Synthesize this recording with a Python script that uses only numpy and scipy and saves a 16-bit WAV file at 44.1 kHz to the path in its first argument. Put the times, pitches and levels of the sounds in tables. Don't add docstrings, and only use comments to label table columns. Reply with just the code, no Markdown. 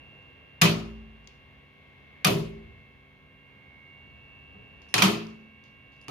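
import sys
import numpy as np
from scipy import signal
from scipy.fft import rfft, irfft
from scipy.io import wavfile
from scipy.ndimage import uniform_filter1d

SR = 44100
rng = np.random.default_rng(int(sys.argv[2]) if len(sys.argv) > 2 else 0)


def to_linear_factor(level_db):
    exponent = np.asarray(level_db, float) / 20
    return 10 ** exponent


def wrap_up_sound(samples):
    columns = np.atleast_2d(samples).T
    tamed = np.clip(columns, -1, 1)
    steps = np.round(tamed * 32767).astype(np.int16)
    wavfile.write(sys.argv[1], SR, steps)


N = 269010
T = np.arange(N) / SR


def along(points, hz):
    f, v = np.transpose(points)
    return np.interp(np.log(np.maximum(hz, 1)), np.log(f), v)


def colour(x, points):
    c = irfft(np.log(to_linear_factor(along(points, np.fft.rfftfreq(2048, 1 / SR)))))
    c[1:1024] = 2 * c[1:1024]
    c[1025:] = 0
    response = irfft(np.exp(rfft(c)))
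    return signal.fftconvolve(x, response[None], axes=1)[:, :x.shape[1]]


def fade(t, t60):
    return np.exp(-np.log(1000) * t / t60)


def ring(modes, seconds):
    t = np.arange(int(seconds * SR)) / SR
    return sum(to_linear_factor(db) * np.sin(2 * np.pi * hz * t) * fade(t, t60) for hz, db, t60 in modes)


def add(out, s, x):
    i = int(s * SR)
    out[:, i:i + x.shape[1]] += x[:, :N - i]


def sides(pan_db):
    return to_linear_factor(np.array([pan_db, -pan_db]) / 2).reshape(2, -1)


def walk(rate):
    k = int(SR / rate)
    held = np.repeat(rng.standard_normal(N // k + 1), k)
    return 1.3 * uniform_filter1d(uniform_filter1d(held, k), k)[:N]


# f/Hz, likeness/0-1
PORT_LIKENESS = [(60, 0.95), (130, 0.8), (290, 0.3), (640, 0.5), (1400, 0), (16000, 0.23)]


def pair(size):
    alike = np.clip(along(PORT_LIKENESS, np.fft.rfftfreq(size, 1 / SR)), 0, 1)
    mid, side = rfft(rng.standard_normal((2, size)))
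    return np.sqrt((1 + alike) / 2) * mid + np.sqrt((1 - alike) / 2) * side * np.array([[1], [-1]])


# f/Hz, level/dB per Hz
HUM_TONE = [(25, -28), (70, 1.5), (130, -6), (250, -12.5), (500, -14.5), (900, -18), (1400, -22),
            (1900, -16.5), (3200, -22.5), (4000, -30), (5000, -40), (6900, -45), (7150, -51.5),
            (13000, -47.5), (16500, -60.5)]
# t/s, level/dB about the mean
PLANT_LEVEL = [(0, 3), (.5, 1), (1.2, 0), (1.6, 0), (1.69, -1.5), (1.8, 0), (2.2, 2.5), (2.7, 0.5),
               (3.11, -1.5), (3.42, -2), (3.5, 0.5), (4.3, 1), (4.6, 1), (4.9, 2), (5.5, -1.5), (5.95, -1),
               (6.05, -0.5)]
# t/s, left minus right/dB
PHONE_TURN = [(0, -4), (.3, -6), (.55, -4), (1.1, -4), (1.6, 2), (2.7, 0), (3.1, -2.5), (3.45, -6.5),
              (4.2, -5), (5.6, -11.5), (6.05, -9)]
# f/Hz, level/dB, wander/Hz, gain/dB per dB the phone turns left
WEAK_LINES = [(140, -68, 6, 0), (204.6, -73, 7, 0), (263.8, -72, 3, 0), (392, -76, 4, .3),
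              (1070, -80, 1, -.5), (1110, -76, .5, 0), (1604, -77, .6, -.2), (2272, -81, .6, -.9),
              (2363, -80, 3, 0), (2638, -76, .6, .8), (3208, -81, .8, .3), (3332, -82, .8, 0),
              (500.6, -79, 3, 0), (2541, -88, .6, -.8), (2805, -86, .6, -.9), (3467, -85, 1, .4),
              (3860, -89, 2, 0), (4150, -90, 1, .3)]


def hum():
    hz, noise, out = np.fft.rfftfreq(N, 1 / SR), pair(N), 0
    plant_db, rumble_db = np.interp(T, *np.transpose(PLANT_LEVEL)), 2.9 * walk(5)
    noise = noise * to_linear_factor(along(HUM_TONE, hz) - 34)
    for centre in 30 * 2. ** np.arange(10):
        share = np.clip(1 - abs(np.log2(np.maximum(hz, 1) / centre)), 0, 1)
        swell_db = 1.3 * plant_db + rumble_db if centre < 200 else plant_db
        reach = np.clip(3500 / centre, 0, 1)
        out = out + irfft(noise * share, N) * to_linear_factor(reach * (swell_db + 0.65 * walk(2.5)))
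    turn_db = np.interp(T, *np.transpose(PHONE_TURN))
    for line_hz, db, wander_hz, facing in WEAK_LINES:
        phase = 2 * np.pi * np.cumsum(line_hz + wander_hz * walk(8)) / SR
        lag = min(line_hz / 1500, .7)
        level = to_linear_factor(db + facing * turn_db + 5.5 + 0.99 * walk(1.6))
        out = out + level * np.sin(phase + np.array([[lag], [-lag]]))
    return out


# t/s, 4th harmonic level/dB, 5th harmonic level/dB
WHINE_A = [(0, -68, -62.5), (.5, -67.5, -67), (1.1, -68.5, -70.5), (1.699, -66, -76), (2.2, -62, -68.5),
           (2.9, -64.5, -68), (3.15, -66.5, -73.5), (3.5, -65, -75), (3.74, -60.5, -88), (3.95, -61.5, -72),
           (4.2, -79.5, -62), (4.88, -81, -61.5), (5.45, -73, -63.5), (5.7, -72.5, -70),
           (6.05, -72.5, -62.5)]
WHINE_B = [(0, -70, -56.5), (.25, -75, -59), (.95, -76.5, -63.5), (1.401, -76, -65.5), (1.65, -68, -67),
           (1.9, -69.5, -73.5), (2.2, -64, -70.5), (2.7, -67.5, -68), (3.05, -67.5, -75.5),
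           (3.37, -70.5, -66.5), (3.58, -65.5, -64), (3.77, -60, -70), (3.91, -59.5, -61),
           (4.31, -64.5, -59), (4.88, -66, -59.5), (5.55, -67.5, -66.5), (5.77, -67.5, -62),
           (6.05, -65.5, -62.5)]


def whine(start_hz, creep, table, fifth_turn):
    s, fourth_db, fifth_db = np.transpose(table)
    turn_db = np.interp(T, *np.transpose(PHONE_TURN))
    phase = 2 * np.pi * np.cumsum(start_hz + creep * T + 0.92 * walk(12)) / SR
    out = 0
    for ratio, db, pan_db in ((1, fourth_db, turn_db), (5 / 4, fifth_db, -2.5 + fifth_turn * turn_db)):
        lag = .6 + .12 * walk(1.5)
        level = to_linear_factor(np.interp(T, s, db) + 4.5 + walk(11))
        out = out + level * sides(pan_db) * np.sin(ratio * phase + np.array([lag, -lag]))
    return out


# f/Hz, t60/s, level/dB
ROOM_RING = [(252, .6, -41), (500, .55, -28.5), (1007, 0.45, -26), (2000, .42, -30.5), (4000, 0.37, -28),
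             (5900, .37, -33), (9000, .32, -33.5), (13960, .27, -31.5)]
# f/Hz, level/dB
CASE_TONE = [(150, -33), (400, -10.5), (900, -11), (1250, -7.5), (1600, -8.5), (2500, -3.5), (3500, -7),
             (4600, -9), (5800, -8.5), (7000, -14.5), (7600, -21), (12000, -17.5), (15400, -26.5),
             (16500, -48)]


def room(feeds):
    late_db, late_stretch = -15, 1.515
    hz, t = np.fft.rfftfreq(N, 1 / SR), T[::32]
    f, t60, db = np.transpose(ROOM_RING)
    noise, out = pair(N), 0
    noise = noise * to_linear_factor(2.2 * walk(120)[:len(hz)])
    age = np.maximum(t - np.array([[s] for s, _ in feeds]), 0)
    for centre in 125 * 2 ** np.arange(0, 7.6, .5):
        share = np.clip(1 - 2 * abs(np.log2(np.maximum(hz, 1) / centre)), 0, 1)
        feed_db = np.array([[along(points, centre)] for _, points in feeds])
        gain = to_linear_factor(feed_db + along(np.c_[f, db], centre))
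        ring_s = along(np.c_[f, t60], centre)
        decay = fade(age, .85 * ring_s) + to_linear_factor(late_db) * fade(age, late_stretch * ring_s)
        swell = gain * decay * (1 - np.exp(-age / 0.0075))
        level = np.interp(T, t, np.sqrt((swell ** 2).sum(0)))
        out = out + irfft(noise * share, N) * level * to_linear_factor(1.6 * walk(45))
    return colour(out, CASE_TONE)


# t/s, level/dB, rise/s,
# grip (0 first lever drops, 1 second lever drops, 2 lever closes, 3 light knock)
DOOR_SHOCKS = [
    (.618, 5.5, 0.019, 0),
    (2.250, 5.5, 0.028, 1),
    (4.535, -25, .045, 2),
    (4.941, 0.5, 0.016, 3),
    (4.98, -3.5, 0.0095, 3),
    (5.023, 1.5, 0.011, 2),
    (6.084, -6.5, 0.0068, 3),
]
# f/Hz, t60/s, level/dB for grips 0, 1, 2
DOOR_MODES = [(53, 1.7, -39, -41, -58), (72.07, .8, -43, -43, -51.5), (115, .6, -29.5, -30.5, -34.5),
              (143.5, 0.53, -36, -26.5, -41.5), (164.7, .64, -26.5, -20.5, -26.5),
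              (171.14, .3, -15, -23, -25), (194.3, 0.3, -23.5, -18.5, -16), (219.2, 1.065, -30, -34, -30.5),
              (260.3, .5, -31, -31, -35), (302, 0.38, -32, -34.5, -35.5), (335, 0.65, -33, -31, -29.5),
              (396.5, 0.7, -30.5, -25, -31.5), (425, 0.59, -35.5, -32.5, -26),
              (455.4, 0.49, -33.5, -37.5, -36), (504, .35, -37.5, -33.5, -50),
               (553, 0.48, -45, -30, -50.5), (589.4, .45, -32.5, -37.5, -49.5),
               (635, 0.43, -41, -34.5, -41), (740, 0.2, -37, -27.5, -31.5), (748, .3, -39.5, -49, -29.5),
               (887, 0.34, -41, -39.5, -38.5), (1184, 0.1192, -24.5, -23, -40),
               (1250, 0.13, -22.5, -25.5, -31)]
# f/Hz, level/dB
KNOCK_TONE = [(75, -57.5), (110, -34), (250, -36.5), (400, -32), (550, -54.5), (700, -33.5), (1250, -36)]


def door():
    slow = 10
    out, t = np.zeros((2, N)), T[:88200:slow]
    table = np.array(DOOR_MODES)
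    table = np.c_[table, along(KNOCK_TONE, table[:, 0])]
    hz, t60 = table[:, :1], table[:, 1:2]
    for s, db, rise, grip in DOOR_SHOCKS:
        build = 1 - np.exp(-t / (rise * (t60 / .35) ** 1.2))
        level = to_linear_factor(table[:, 2 + round(grip), None] + db) * fade(t, t60) * build
        boom = 0
        for share, spread in ((0.88, 0.001), (0.5, .03), (0.54, .06), (0.42, .012)):
            start, skew, detune = rng.standard_normal((3, len(hz), 1))
            phase = 2 * np.pi * hz * (1 + spread * detune) * t + 2 * start
            skew = skew * np.minimum((hz / 420) ** 3, 2)
            gain = share * level * np.exp(-t * spread * 60)
            boom = boom + np.array([(gain * np.sin(phase + k * skew)).sum(0) for k in (1, -1)])
        add(out, s, signal.resample_poly(boom, slow, 1, axis=1))
    return out


# t/s, peak level/dB, left minus right/dB, share sent to the room/dB, lever ring/dB
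LEVER_TICKS = [
    (0.2244, -68, 1, 14, -14),
    (1.2438, -67.5, 3.5, 14.5, -14),
    (1.2737, -40, 4, 8.5, -27),
    (4.8189, -56.5, -10, 21, -11),
    (4.8903, -54, -4.5, 7, -14),
    (5.268, -45.5, -6, 11, -18),
    (5.6391, -54.5, -1, 18, -19),
    (5.9214, -63.5, -1, 21.5, -18),
    (5.9644, -66, -2, 20, -12),
    (6.014, -59, -1, 19, -4),
]
# f/Hz, level/dB, t60/s
LEVER_MODES = [(2300, -10, .008), (4800, 8, 0.016), (6300, -5.5, 0.024), (9600, -7.5, 0.02)]
# f/Hz, level/dB
SNAP_TONE = [(1500, -14), (2200, 4), (4000, 2), (6800, -1.5), (7600, -16.5), (11000, -29), (14000, -29)]
# t/s, length/s, level/dB
SPRING_CREAKS = [
    (4.886, 0.049, -69.5),
    (6.02, 0.03, -75),
]


def ticks():
    near, far, t = np.zeros((2, N)), [], T[:1024]
    for s, db, pan_db, send_db, ring_db in LEVER_TICKS:
        modes = [(hz * (1 + 0.023 * rng.standard_normal()), g + 2 * rng.standard_normal(), t60)
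                 for hz, g, t60 in LEVER_MODES]
        snap = rng.standard_normal((2, len(t))) * fade(t, 0.015) + 2.7 * (t == 0)
        snap = colour(snap, SNAP_TONE) * 1.48
        tap = snap + ring(modes, len(t) / SR) * to_linear_factor(ring_db)
        add(near, s, tap * to_linear_factor(db) * sides(pan_db))
        far.append((s, [(hz, g - along(CASE_TONE, hz) + db + send_db + 7.0) for hz, g in SNAP_TONE]))
    t = T[:4096]
    for s, length, db in SPRING_CREAKS:
        slips = rng.standard_normal((2, len(t))) * to_linear_factor(7.2 * rng.standard_normal(len(t))) * (t < length)
        creak = colour(slips, [(4500, -26.5), (5300, 10), (6800, -6), (7600, -25), (9000, -14),
                               (9600, 1), (10300, -16), (12000, -32.5)])
        add(near, s, to_linear_factor(db) * creak)
    return near, far


# t/s, level/dB, rattle t60/s, treble/dB, left minus right/dB
BREAKER_BLOWS = [(0.6143, -16.5, 0.027, -7, -1.5), (0.616, -10, 0.05, -3.5, 2),
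                 (0.619, -8.5, 0.014, 0.5, 5), (0.6216, -10, 0.031, -7, -6.5),
                 (2.2459, -15.5, 0.048, -14, 1.5), (2.247, -17, 0.047, 4.5, 3),
                 (2.2496, -9, 0.0085, 4.5, -9.5), (2.2530, -19.5, 0.03, -0.5, -1.5),
                 (4.9407, -9.5, 0.035, 0, -3.5), (4.9801, -14.5, 0.059, -3.5, -1.5),
                 (5.0207, -15, 0.034, -0.5, -13.5), (5.0222, -9, 0.0323, -1.5, -1),
                 (5.024, -7, .02, -4, -4), (5.027, -15, 0.03, -4, -2.5), (6.0829, -30.5, 0.016, -0.5, -5.5),
                 (6.089, -46, 0.06, -6, 3.5), (2.271, -19, 0.0407, 5.5, -6)]
# f/Hz, level/dB, t60/s
CASE_MODES = [(1248, -13.5, 0.16), (2525, -10.5, .02), (2980, -7.5, 0.017), (4080, -13, 0.03),
              (5300, -12, .015), (5850, -17, .015), (12000, -15.5, .012)]


def breakers():
    near, far, t = np.zeros((2, N)), [], T[:2048]
    body = ring(CASE_MODES, 0.16)[None] * to_linear_factor(-31.5)
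    body[0, 0] = 1
    for s, db, t60, treble_db, pan_db in BREAKER_BLOWS:
        spikes = rng.standard_normal((3, len(t))) * to_linear_factor(4.72 * rng.standard_normal(len(t)))
        rattle = (.6 * spikes[0] + spikes[1:]) * fade(t, t60)
        energy = (rattle ** 2).sum(1, keepdims=True)
        rattle = rattle / np.sqrt(energy / (fade(t, t60) ** 2).sum()) * 1.59
        rattle[:, 0] = 4.5
        rattle = rattle * to_linear_factor(db + 8.5)
        light = any(abs(s - shock[0]) < .02 and shock[3] == 3 for shock in DOOR_SHOCKS)
        air_db = -8 * light
        top = colour(rattle * fade(t, 0.02), [(6000, -26), (7800, treble_db + 3.5), (10500, treble_db + 2.0),
                                              (12500, treble_db + 3.0 + air_db)])
        rattle = colour(rattle, [(7200, -0.5), (8600, -34.5)]) + top
        rattle = colour(rattle, [(600, -8.0), (1100, -2.5)])
        add(near, s, rattle * sides(pan_db))
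        send_db = 0.3 - .3 * treble_db
        energy_db = db + send_db + 10 * np.log10(t60 * SR) - 3.0
        top_db = energy_db + treble_db
        far.append((s, [(6800, energy_db), (8300, top_db + 2.0), (10500, top_db + 0.5),
                        (12500, top_db + air_db)]))
    return signal.fftconvolve(colour(near, CASE_TONE), body, axes=1)[:, :N], far


# f/Hz, left minus right/dB
PORT_TONE = [(60, 1.5), (150, 2.5), (380, -2.5), (700, 3.5), (1290, 1.5), (2380, 0.5), (5500, -1),
             (8500, 14), (12000, 13.5), (15000, 11.5)]


def scene():
    plant = hum() + whine(2134.7, .85, WHINE_A, -.3) + whine(2217.2, 1.0, WHINE_B, .25)
    blows, blows_far = breakers()
    taps, taps_far = ticks()
    hits = blows + taps + door() + room(blows_far + taps_far)
    left = colour(hits[:1], [(hz, db / 2) for hz, db in PORT_TONE])
    right = colour(hits[1:], [(hz, -1.1 * db / 2) for hz, db in PORT_TONE])
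    return np.vstack([left, right]) + plant


def roll_off(x):
    return signal.sosfilt(signal.butter(12, 16800, fs=SR, output="sos"), x)


def record(dry):
    soft = np.tanh(0.77 * dry) / 0.81
    top = signal.cheby2(10, 40, 16500, fs=SR, output="sos")
    mix = signal.sosfilt(top, soft)
    return roll_off(mix)


dry = scene()
out = record(dry)
wrap_up_sound(out)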